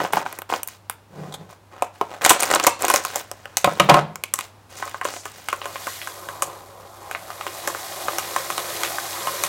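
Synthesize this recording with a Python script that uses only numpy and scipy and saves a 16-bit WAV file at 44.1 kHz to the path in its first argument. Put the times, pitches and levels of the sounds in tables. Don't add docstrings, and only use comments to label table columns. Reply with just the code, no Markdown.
import sys
import numpy as np
from scipy import signal
from scipy.fft import rfft, irfft
from scipy.io import wavfile

SR = 44100
rng = np.random.default_rng(int(sys.argv[2]) if len(sys.argv) > 2 else 0)


def digitize_waveform(pressure):
    field = np.atleast_2d(pressure).T
    bounded = np.clip(field, -1, 1)
    quanta = np.round(bounded * 32767).astype(np.int16)
    wavfile.write(sys.argv[1], SR, quanta)


N = 418068
TIME = np.arange(N) / SR


# frequency in Hz, relative level in dB.
AIR = [(30, -13), (65, -4.5), (350, -10), (900, -9), (2000, -20.5), (15000, -33.5)]
AIR_DB = -53.5
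EARLY_AIR_DB = -2.5
# frequency in Hz, level in dB.
HUM = [(99, -55)]

# start in seconds, panel level in dB, crack level in dB, tick level in dB.
CREASE_SNAPS = [(0.002,-22,-37,-55), (0.049,-24.5,-34,-62), (0.134,-16,-25,-31), (0.17,-15,-31,-44),
                (0.262,-25.5,-39,-58), (0.327,-40,-44,-40), (0.388,-35,-47,-36), (0.419,-36.5,-42,-41),
                (0.5,-29,-39,-58), (0.524,-21.5,-49,-57), (0.538,-21.5,-27.5,-43), (0.632,-43,-40,-29),
                (0.675,-52,-52,-32.5), (0.686,-47,-44,-39), (0.8975,-30.5,-34.5,-29.5),
                (1.822,-17.5,-30,-32.5), (2.012,-17.5,-33.5,-41.5), (2.249,-30,-9.5,-11.5),
                (2.261,-13,-16,-17), (2.294,-17.5,-9,-5), (2.304,-6.5,-11,-10), (2.403,-37,-31,-27.5),
                (2.432,-39,-22.5,-21.5), (2.512,-29,-30,-25), (2.539,-21,-24,-28), (2.558,-18,-22.5,-29),
                (2.598,-22,-23.5,-30), (2.667,-6,-11.5,-9.5), (2.822,-49,-47,-26), (2.85,-44,-28.5,-24.5),
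                (2.882,-24,-33,-24.5), (2.9,-15.5,-26.5,-22), (2.939,-20,-18.5,-18.5), (2.96,-26,-22,-17),
                (3.05,-25.5,-33,-29), (3.158,-27,-33,-24.5), (3.3143,-34.5,-42.5,-35), (3.456,-35,-41,-51),
                (3.57,-27.5,-22.5,-16), (3.644,-13.5,-15,-23.5), (3.7981,-9.5,-10,-21),
                (3.896,-1.5,-8.5,-21), (3.9419,-10.5,-20,-27), (4.157,-37.5,-40.5,-36.5),
                (4.2374,-33,-25.5,-30), (4.3383,-30,-30,-18), (4.389,-27,-30,-31.5), (4.409,-41,-32.5,-37),
                (4.8247,-26.5,-38.5,-51.5), (4.877,-35.5,-43,-49), (4.944,-29.5,-56,-60),
                (5.013,-26.5,-38.5,-46), (5.046,-42,-44,-37), (5.052,-22,-31.5,-35), (5.255,-31,-42,-39),
                (5.486,-30.5,-27,-33), (5.528,-21,-31,-38.5), (5.616,-34,-33.5,-58),
                (5.656,-28.5,-38,-40.5), (5.757,-32,-35,-52), (5.869,-26,-47,-39), (6.016,-50,-32,-55),
                (6.073,-30.5,-42,-40.5), (6.287,-31,-44,-44), (6.4219,-21,-28.5,-22.5),
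                (7.112,-31.5,-33.5,-39.5), (7.149,-29.5,-29.5,-52), (7.303,-31.5,-42,-48),
                (7.41,-30.5,-34.5,-48), (7.466,-28.5,-31,-39.5), (7.675,-23,-32,-27.5),
                (7.748,-28.5,-50,-48), (8.083,-21,-33.5,-43), (8.184,-25.5,-30.5,-26), (8.362,-20,-32,-31),
                (8.502,-25.5,-33,-34), (8.579,-26.5,-27.5,-31), (8.834,-26,-23,-28), (8.984,-25,-48,-41),
                (9.17,-34.5,-58,-50), (9.271,-22.5,-31,-36), (9.437,-24,-25.5,-22)]
# frequency in Hz before tension, width in Hz, relative level in dB.
PANEL_MODES = [(360, 37, -5), (546, 93, -3), (810, 500, 0.5), (982, 210, 6), (1233, 600, -2.5)]
BAG_SHAKEN_S, PACKET_TAKEN_S, PACKET_LIFTED_S = 1, 2.2, 4.7
LIMP_TENSION = 0.91
EMPTY_TENSION = 0.68
LIFTED_TENSION = 1.09
FOLD_OCTAVES_PER_DB, USUAL_FOLD_DB = 0.007, -16
LIMP_TICK_HZ, STIFF_TICK_HZ = 14000, 6390
TICK_HIGH_HZ = 14500
LOOSE_SHIVER, LIFTED_SHIVER = 0.12, 0.21
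SHIVERING_FOLD_DB = -23

# start in seconds, length in seconds, panel rustle level in dB, crinkle level in dB.
SQUEEZES = [(0,0.059,-26,-42), (.123,0.054,-24.5,-36), (.25,0.11,-38.5,-49), (.49,0.072,-31.5,-38.5),
            (.67,0.058,-54,-47), (1.49,0.034,-46,-54.5), (1.71,0.16,-42,-66), (1.93,0.18,-49.5,-58.5),
            (2.1,0.078,-39,-55), (2.21,.13,-23.5,-35), (2.39,0.07,-25,-29.5), (2.495,0.061,-17,-29),
            (2.625,0.05,-24.5,-30.5), (2.79,0.072,-32.5,-37.5), (2.88,0.091,-22.5,-31.5),
            (3.02,0.18,-38.5,-39), (3.2,0.75,-49.5,-59.5), (3.65,0.22,-37.5,-47), (3.885,0.074,-13,-44),
            (4.38,0.07,-50,-47), (4.69,0.29,-46,-49), (4.765,0.13,-44.5,-44.5), (5.03,0.13,-38,-41),
            (5.22,0.34,-52,-47.5), (5.49,0.41,-46,-47.5)]
SQUEEZE_ATTACK_S, SQUEEZE_RELEASE_S = 0.0016, 0.026
EASE_IN_SHARE = 0.047
# frequency in Hz, relative level in dB.
RUSTLE = [(150, -18), (320, -7), (420, -7), (580, -2), (1050, -6), (1500, -9), (4500, -29)]
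# frequency in Hz, relative level in dB.
CRINKLE = [(900, -4.5), (2000, 2), (4400, 0), (7000, -0.5), (11500, -10), (16000, -6)]

# start in seconds, length in seconds, rumble level in dB.
BUMPS = [(0,0.011,-44.5), (.13,0.019,-46), (3.645,0.022,-36.5), (3.8,0.037,-34.5), (3.89,0.039,-25.5)]
BUMP_ATTACK_S, BUMP_RELEASE_S = 0.0047, 0.066
# start in seconds, length in seconds, rumble level in dB.
SWEEPS = [(1.09,0.2,-34), (1.34,0.064,-36.5)]
SWEEP_ATTACK_S, SWEEP_RELEASE_S = 0.1, 0.055
SWEEP_RUB_DB, SWEEP_HISS_DB = -15, -16.5
# frequency in Hz, relative level in dB.
RUMBLE = [(30, -23), (110, -24), (150, 3.5), (200, 0), (250, -12.5), (450, -9.5)]

# frequency in Hz, relative level in dB.
TUB_AIR = [(320, -13), (582, -1), (720, 0), (952, -5), (1072, -4.5), (1270, -5)]
TUB_AIR_WIDTH_HZ = 22

# start in seconds, level in dB.
GRAZES = [(1.323,-35), (1.3395,-26.5)]
# frequency in Hz, width in Hz, relative level in dB.
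WALL_MODES = [(746, 740, 7.5), (3520, 370, 7.5), (6650, 1900, -4)]

# start in seconds, level in dB.
SEAM_POPS = [(2.243,-25.5), (2.407,-23), (2.424,-22.5), (2.549,-19), (2.6392,-23)]
SEAM_HZ = 7400

# start in seconds, level in dB.
KNOCKS = [(3.644,-13.5), (3.675,-14.5), (3.799,-8.5), (3.897,-3), (3.943,-14), (3.971,-12.5)]
KNOCK_WIDTH_HZ = 28.4

# start in seconds, length in seconds, level in dB.
SLIDES = [(4.765,0.011,-39), (5.11,0.096,-41.5)]
SLIDE_HZ, SLIDE_WIDTH_HZ = 6200, 4800

# time in seconds, drumming level in dB, hiss level in dB.
POUR = [(5.65, -41.5, -50), (5.91, -50, -37.5), (6.1, -44.5, -44), (6.34, -39, -46.5), (6.76, -45, -55),
        (7.06, -44.5, -51.5), (7.589, -39.5, -40.5), (8.13, -36, -36.5), (9.17, -35.5, -34.5),
        (9.48, -36, -34.5)]
POUR_ONSET_S = 0.042
# frequency in Hz, width in Hz, relative level in dB.
TUB_MODES = [(345.4, 38, -0.5), (563, 75, 4.5), (696, 130, 2), (965, 260, 3), (1210, 570, -4.5)]
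# frequency in Hz, relative level in dB.
HISS = [(900,-6), (1800,9), (2900,1.5), (3500,5.5), (5000,4), (7500,4.5), (9700,2), (13000,4), (14500,-1.5)]

# frequency in Hz, time to fall by 60 dB in seconds.
KITCHEN = [(500, 0.31), (3000, 0.41), (14000, 0.13)]
WALL_DULLING_HZ = 7500
CUTOFF_HZ = 15900


def from_db(db):
    return 10 ** (np.asarray(db) / 20)


def rms_one(x):
    return x / np.sqrt(np.mean(x ** 2) + 1e-20)


def at_level(x, db):
    return x * from_db(db) / np.sqrt(np.mean(x[:int(.015 * SR)] ** 2))


def colour(x, points):
    hz, db = np.transpose(points)
    f = np.maximum(np.arange(N // 2 + 1) * SR / N, 1)
    skirts = 1 / (1 + (hz[0] / f / 2) ** 4) / (1 + (f / hz[-1] / 2) ** 4)
    gain = skirts * from_db(np.interp(np.log(f), np.log(hz), db))
    return rms_one(irfft(rfft(x) * gain, N))


def drift(rate):
    knots = rng.standard_normal(int(N / SR * rate) + 2)
    return rms_one(np.interp(TIME * rate, np.arange(len(knots)), knots))


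def band(x, low_hz, high_hz):
    edges = [low_hz, min(high_hz, .45 * SR)]
    return signal.sosfilt(signal.butter(2, edges, "band", fs=SR, output="sos"), x)


def resonate(x, hz, width):
    r = np.exp(-np.pi * width / SR)
    feed = np.array([1, 0, -1]) * (1 - r * r) / 2
    return signal.lfilter(feed, [1, -2 * r * np.cos(2 * np.pi * hz / SR), r * r], x)


def grains(per_s, spread_db):
    sizes = from_db(spread_db * np.minimum(rng.exponential(1, N), 4)) * rng.choice([-1, 1], N)
    struck = rng.random(N) < per_s / SR
    return rms_one(sizes * struck / np.sqrt(per_s))


def pings(per_s, low_hz, high_hz, cycles):
    pitches = np.geomspace(low_hz, high_hz, 12)
    clicks = grains(per_s, spread_db=3)
    dealt = rng.integers(0, len(pitches), N)
    return rms_one(sum(resonate(clicks * (dealt == k) + 1e-18, hz, hz / cycles) / np.sqrt(hz)
                       for k, hz in enumerate(pitches)))


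def stroke(start, length, attack_s, release_s):
    t = TIME - start
    rise = np.clip(t / (attack_s + EASE_IN_SHARE * length), 0, 1)
    return rise * np.exp(-np.clip((t - length) / release_s, 0, 20))


def strokes(rows, attack_s, release_s):
    power = sum(np.outer(from_db(db), stroke(start, length, attack_s, release_s)) ** 2
                for start, length, *db in rows)
    return np.sqrt(power)


def background(air_db):
    hum = sum(from_db(db) * np.sqrt(2) * np.sin(2 * np.pi * hz * TIME + .5 * drift(23.0)) for hz, db in HUM)
    air_level = from_db(AIR_DB + air_db + EARLY_AIR_DB * (TIME < PACKET_TAKEN_S))
    return hum * from_db(1.2 * drift(16)) + air_level * colour(rng.standard_normal(N), AIR)


def buckle(t, slip_s, after, after_s):
    onset = 1 - np.exp(-t / 0.00034)
    ragged_db = np.interp(t, np.linspace(0, t[-1], 40), rng.uniform(-9, 9, 40))
    shiver = after * rms_one(from_db(ragged_db)) * np.exp(-t / after_s)
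    return rng.standard_normal(len(t)) * onset * (np.exp(-t / slip_s) + shiver)


def facet(force, low_hz, high_hz, ring_hz):
    hz = min(ring_hz * np.exp(.05 * rng.normal()), high_hz)
    return band(force + 2.4 * resonate(force, hz, hz / 2.5), low_hz, high_hz)


def held_tension(s):
    if s < BAG_SHAKEN_S:
        return LIMP_TENSION
    if s < PACKET_TAKEN_S:
        return EMPTY_TENSION
    return LIFTED_TENSION if s > PACKET_LIFTED_S else 1


def snaps(panel_db, crack_db, tick_db):
    t = np.arange(int(.1 * SR)) / SR
    out = np.zeros(N + len(t))
    for s, panel, crack, tick in CREASE_SNAPS:
        run = 1 + 10 * from_db(panel)
        loose_shiver = LOOSE_SHIVER * min(1, from_db(panel - SHIVERING_FOLD_DB))
        shiver = LIFTED_SHIVER if s > PACKET_LIFTED_S else loose_shiver
        push = buckle(t, slip_s=0.00082 * run, after=shiver, after_s=0.012)
        push[round(.0007 * SR)] += 0.67 * np.linalg.norm(push) / np.sqrt(run)
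        slip = buckle(t, slip_s=0.00049 * run, after=shiver / 2, after_s=0.019)

        tension = held_tension(s) * 2 ** (FOLD_OCTAVES_PER_DB * (USUAL_FOLD_DB - panel))
        ring = sum(from_db(db + 2.5 * rng.normal()) * resonate(push, hz * tension, width)
                   for hz, width, db in PANEL_MODES)
        snap = at_level(band(ring, 190, 1500 * tension), panel + panel_db)
        snap += at_level(facet(slip, 1200, 3900, ring_hz=2450), crack + crack_db)
        tick_hz = LIMP_TICK_HZ if s < BAG_SHAKEN_S else STIFF_TICK_HZ
        snap += at_level(facet(slip, 6300, TICK_HIGH_HZ, tick_hz), tick + tick_db)
        start = max(int(s * SR), 0)
        out[start:start + len(t)] += snap[:len(out) - start]
    return out[:N]


def handling(rustle_db, crinkle_db):
    rustle, crinkle = strokes(SQUEEZES, SQUEEZE_ATTACK_S, SQUEEZE_RELEASE_S)
    creases = rms_one(grains(per_s=400, spread_db=3.5) * from_db(4 * drift(70)))
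    flutter = signal.lfilter([1], [1, -np.exp(-1 / (.0004 * SR))], creases ** 2)
    creases = rms_one(np.sqrt(flutter + 1e-18) * rng.standard_normal(N))
    rubbing = grains(per_s=12000, spread_db=-1.5)
    panels = colour(creases + 0.4 * rubbing, RUSTLE)

    facets = pings(per_s=450, low_hz=1500, high_hz=14000, cycles=4)
    crackle = .8 * creases + 1.3 * np.diff(facets, prepend=0)
    grip = (crinkle / crinkle.max()) ** .12
    film = grip * colour(crackle, CRINKLE) + np.sqrt(1 - grip ** 2) * colour(rubbing, CRINKLE)
    return from_db(rustle_db) * rustle * panels + from_db(crinkle_db) * crinkle * film


def shifting_grain(stir_db, bump_db):
    sweep = from_db(stir_db) * strokes(SWEEPS, SWEEP_ATTACK_S, SWEEP_RELEASE_S)[0]
    bump = from_db(bump_db) * strokes(BUMPS, BUMP_ATTACK_S, BUMP_RELEASE_S)[0]
    slips = grains(per_s=2000, spread_db=1.5)
    rub = from_db(SWEEP_RUB_DB) * colour(slips, RUSTLE)
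    hiss = from_db(SWEEP_HISS_DB) * colour(slips, CRINKLE)
    return (sweep + bump) * colour(slips, RUMBLE) + sweep * (rub + hiss)


def tub_air(x, ring_db):
    return sum(from_db(ring_db + db) * resonate(x, hz, TUB_AIR_WIDTH_HZ) for hz, db in TUB_AIR)


def fingernail(scrape_s):
    touch = sum(from_db(db) * stroke(s, 0, .001, scrape_s) for s, db in GRAZES)
    scrape = rng.standard_normal(N)
    chirp = sum(from_db(db) * resonate(scrape, hz, width) for hz, width, db in WALL_MODES)
    return touch * rms_one(chirp)


def seam():
    out = np.zeros(N)
    t = np.arange(int(.02 * SR)) / SR
    for s, db in SEAM_POPS:
        hz = SEAM_HZ * np.exp(.12 * rng.normal())
        ping = resonate(buckle(t, slip_s=.0005, after=.03, after_s=.004), hz, hz / 4)
        start = int(s * SR)
        out[start:start + len(t)] += at_level(band(ping, hz / 2, hz * 2), db)
    return out


def knocks():
    out = np.zeros(N)
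    t = np.arange(int(.2 * SR)) / SR
    for s, level in KNOCKS:
        ring = 0
        for hz, db in TUB_AIR:
            strength = from_db(db + 2 * rng.normal()) * rng.choice([-1, 1])
            width = KNOCK_WIDTH_HZ * np.sqrt(hz / TUB_AIR[2][0])
            ring = ring + strength * np.sin(2 * np.pi * hz * t) * np.exp(-np.pi * width * t)
        start = int(s * SR)
        out[start:start + len(t)] += at_level(ring, level)
    return out


def sliding():
    swish = resonate(rng.standard_normal(N), SLIDE_HZ, SLIDE_WIDTH_HZ)
    swish = resonate(swish, SLIDE_HZ, SLIDE_WIDTH_HZ)
    return strokes(SLIDES, SQUEEZE_ATTACK_S, SQUEEZE_RELEASE_S)[0] * rms_one(swish)


def pour(drum_db, hiss_db, impacts_per_s):
    s, *levels = np.transpose(POUR)
    flowing = np.clip(1 + (TIME - s[0]) / POUR_ONSET_S, 0, 1)
    drum, hiss = [flowing * from_db(np.interp(TIME, s, db)) for db in levels]
    impacts = grains(impacts_per_s * (.15 + hiss / hiss.max()), spread_db=0.5)
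    ticks = grains(per_s=40, spread_db=2.5)
    blows = impacts + 0.38 * ticks

    walls = sum((-1) ** k * from_db(db + 2 * drift(20)) * resonate(blows, hz, width)
                for k, (hz, width, db) in enumerate(TUB_MODES))
    tub = rms_one(band(walls, 133, 1680)) + from_db(-19.5) * colour(blows, RUMBLE)
    patter = pings(per_s=500, low_hz=2000, high_hz=13000, cycles=5)
    stream = colour(impacts + 0.077 * ticks + 0.34 * patter, HISS)
    surge = from_db(.6 * drift(9) + .6 * drift(60))
    return surge * (from_db(drum_db) * drum * tub + from_db(hiss_db) * hiss * stream)


def kitchen(x, early_db, late_db):
    t = np.arange(int(.5 * SR)) / SR
    hz, t60 = np.transpose(KITCHEN)
    edges = np.geomspace(100, 19000, 9)
    tail = 0
    for low, high in zip(edges, edges[1:]):
        decay_s = np.interp(np.log(low * high) / 2, np.log(hz), t60)
        noise = band(rng.standard_normal(len(t)), low, high)
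        tail = tail + noise * from_db(-60 * t / decay_s) / np.hypot(1, low / WALL_DULLING_HZ)
    tail = tail * np.clip(t / 0.0063, 0, 1)
    early = rng.standard_normal(len(t)) * (t > .002) * np.exp(-t / 0.0037)
    early = band(early, 160, 8400)
    response = from_db(early_db) * early / np.linalg.norm(early)
    response += from_db(late_db) * tail / np.linalg.norm(tail)
    return signal.fftconvolve(x, response)[:N]


def scene():
    packets = snaps(panel_db=-0.1, crack_db=-1.26, tick_db=1.26)
    packets = packets + handling(rustle_db=-1.5, crinkle_db=1.4) + seam() + sliding()
    grain = shifting_grain(stir_db=-4.5, bump_db=7.5)
    grain = grain + pour(drum_db=1.0, hiss_db=3.0, impacts_per_s=8100)
    tubs = tub_air(packets, ring_db=-0.5) + knocks() + fingernail(scrape_s=0.0095)
    near = packets + grain + tubs
    return (near + kitchen(near, early_db=-15.5, late_db=-18.0) + background(air_db=1.5))[None]


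def record(dry):
    top = .68
    squashed = dry / (1 + (dry / top) ** 4) ** .25
    thinned = signal.sosfilt(signal.butter(2, 40, "high", fs=SR, output="sos"), squashed)
    return signal.sosfilt(signal.ellip(12, .2, 80, CUTOFF_HZ, fs=SR, output="sos"), thinned)


dry = scene()
out = record(dry)
digitize_waveform(out)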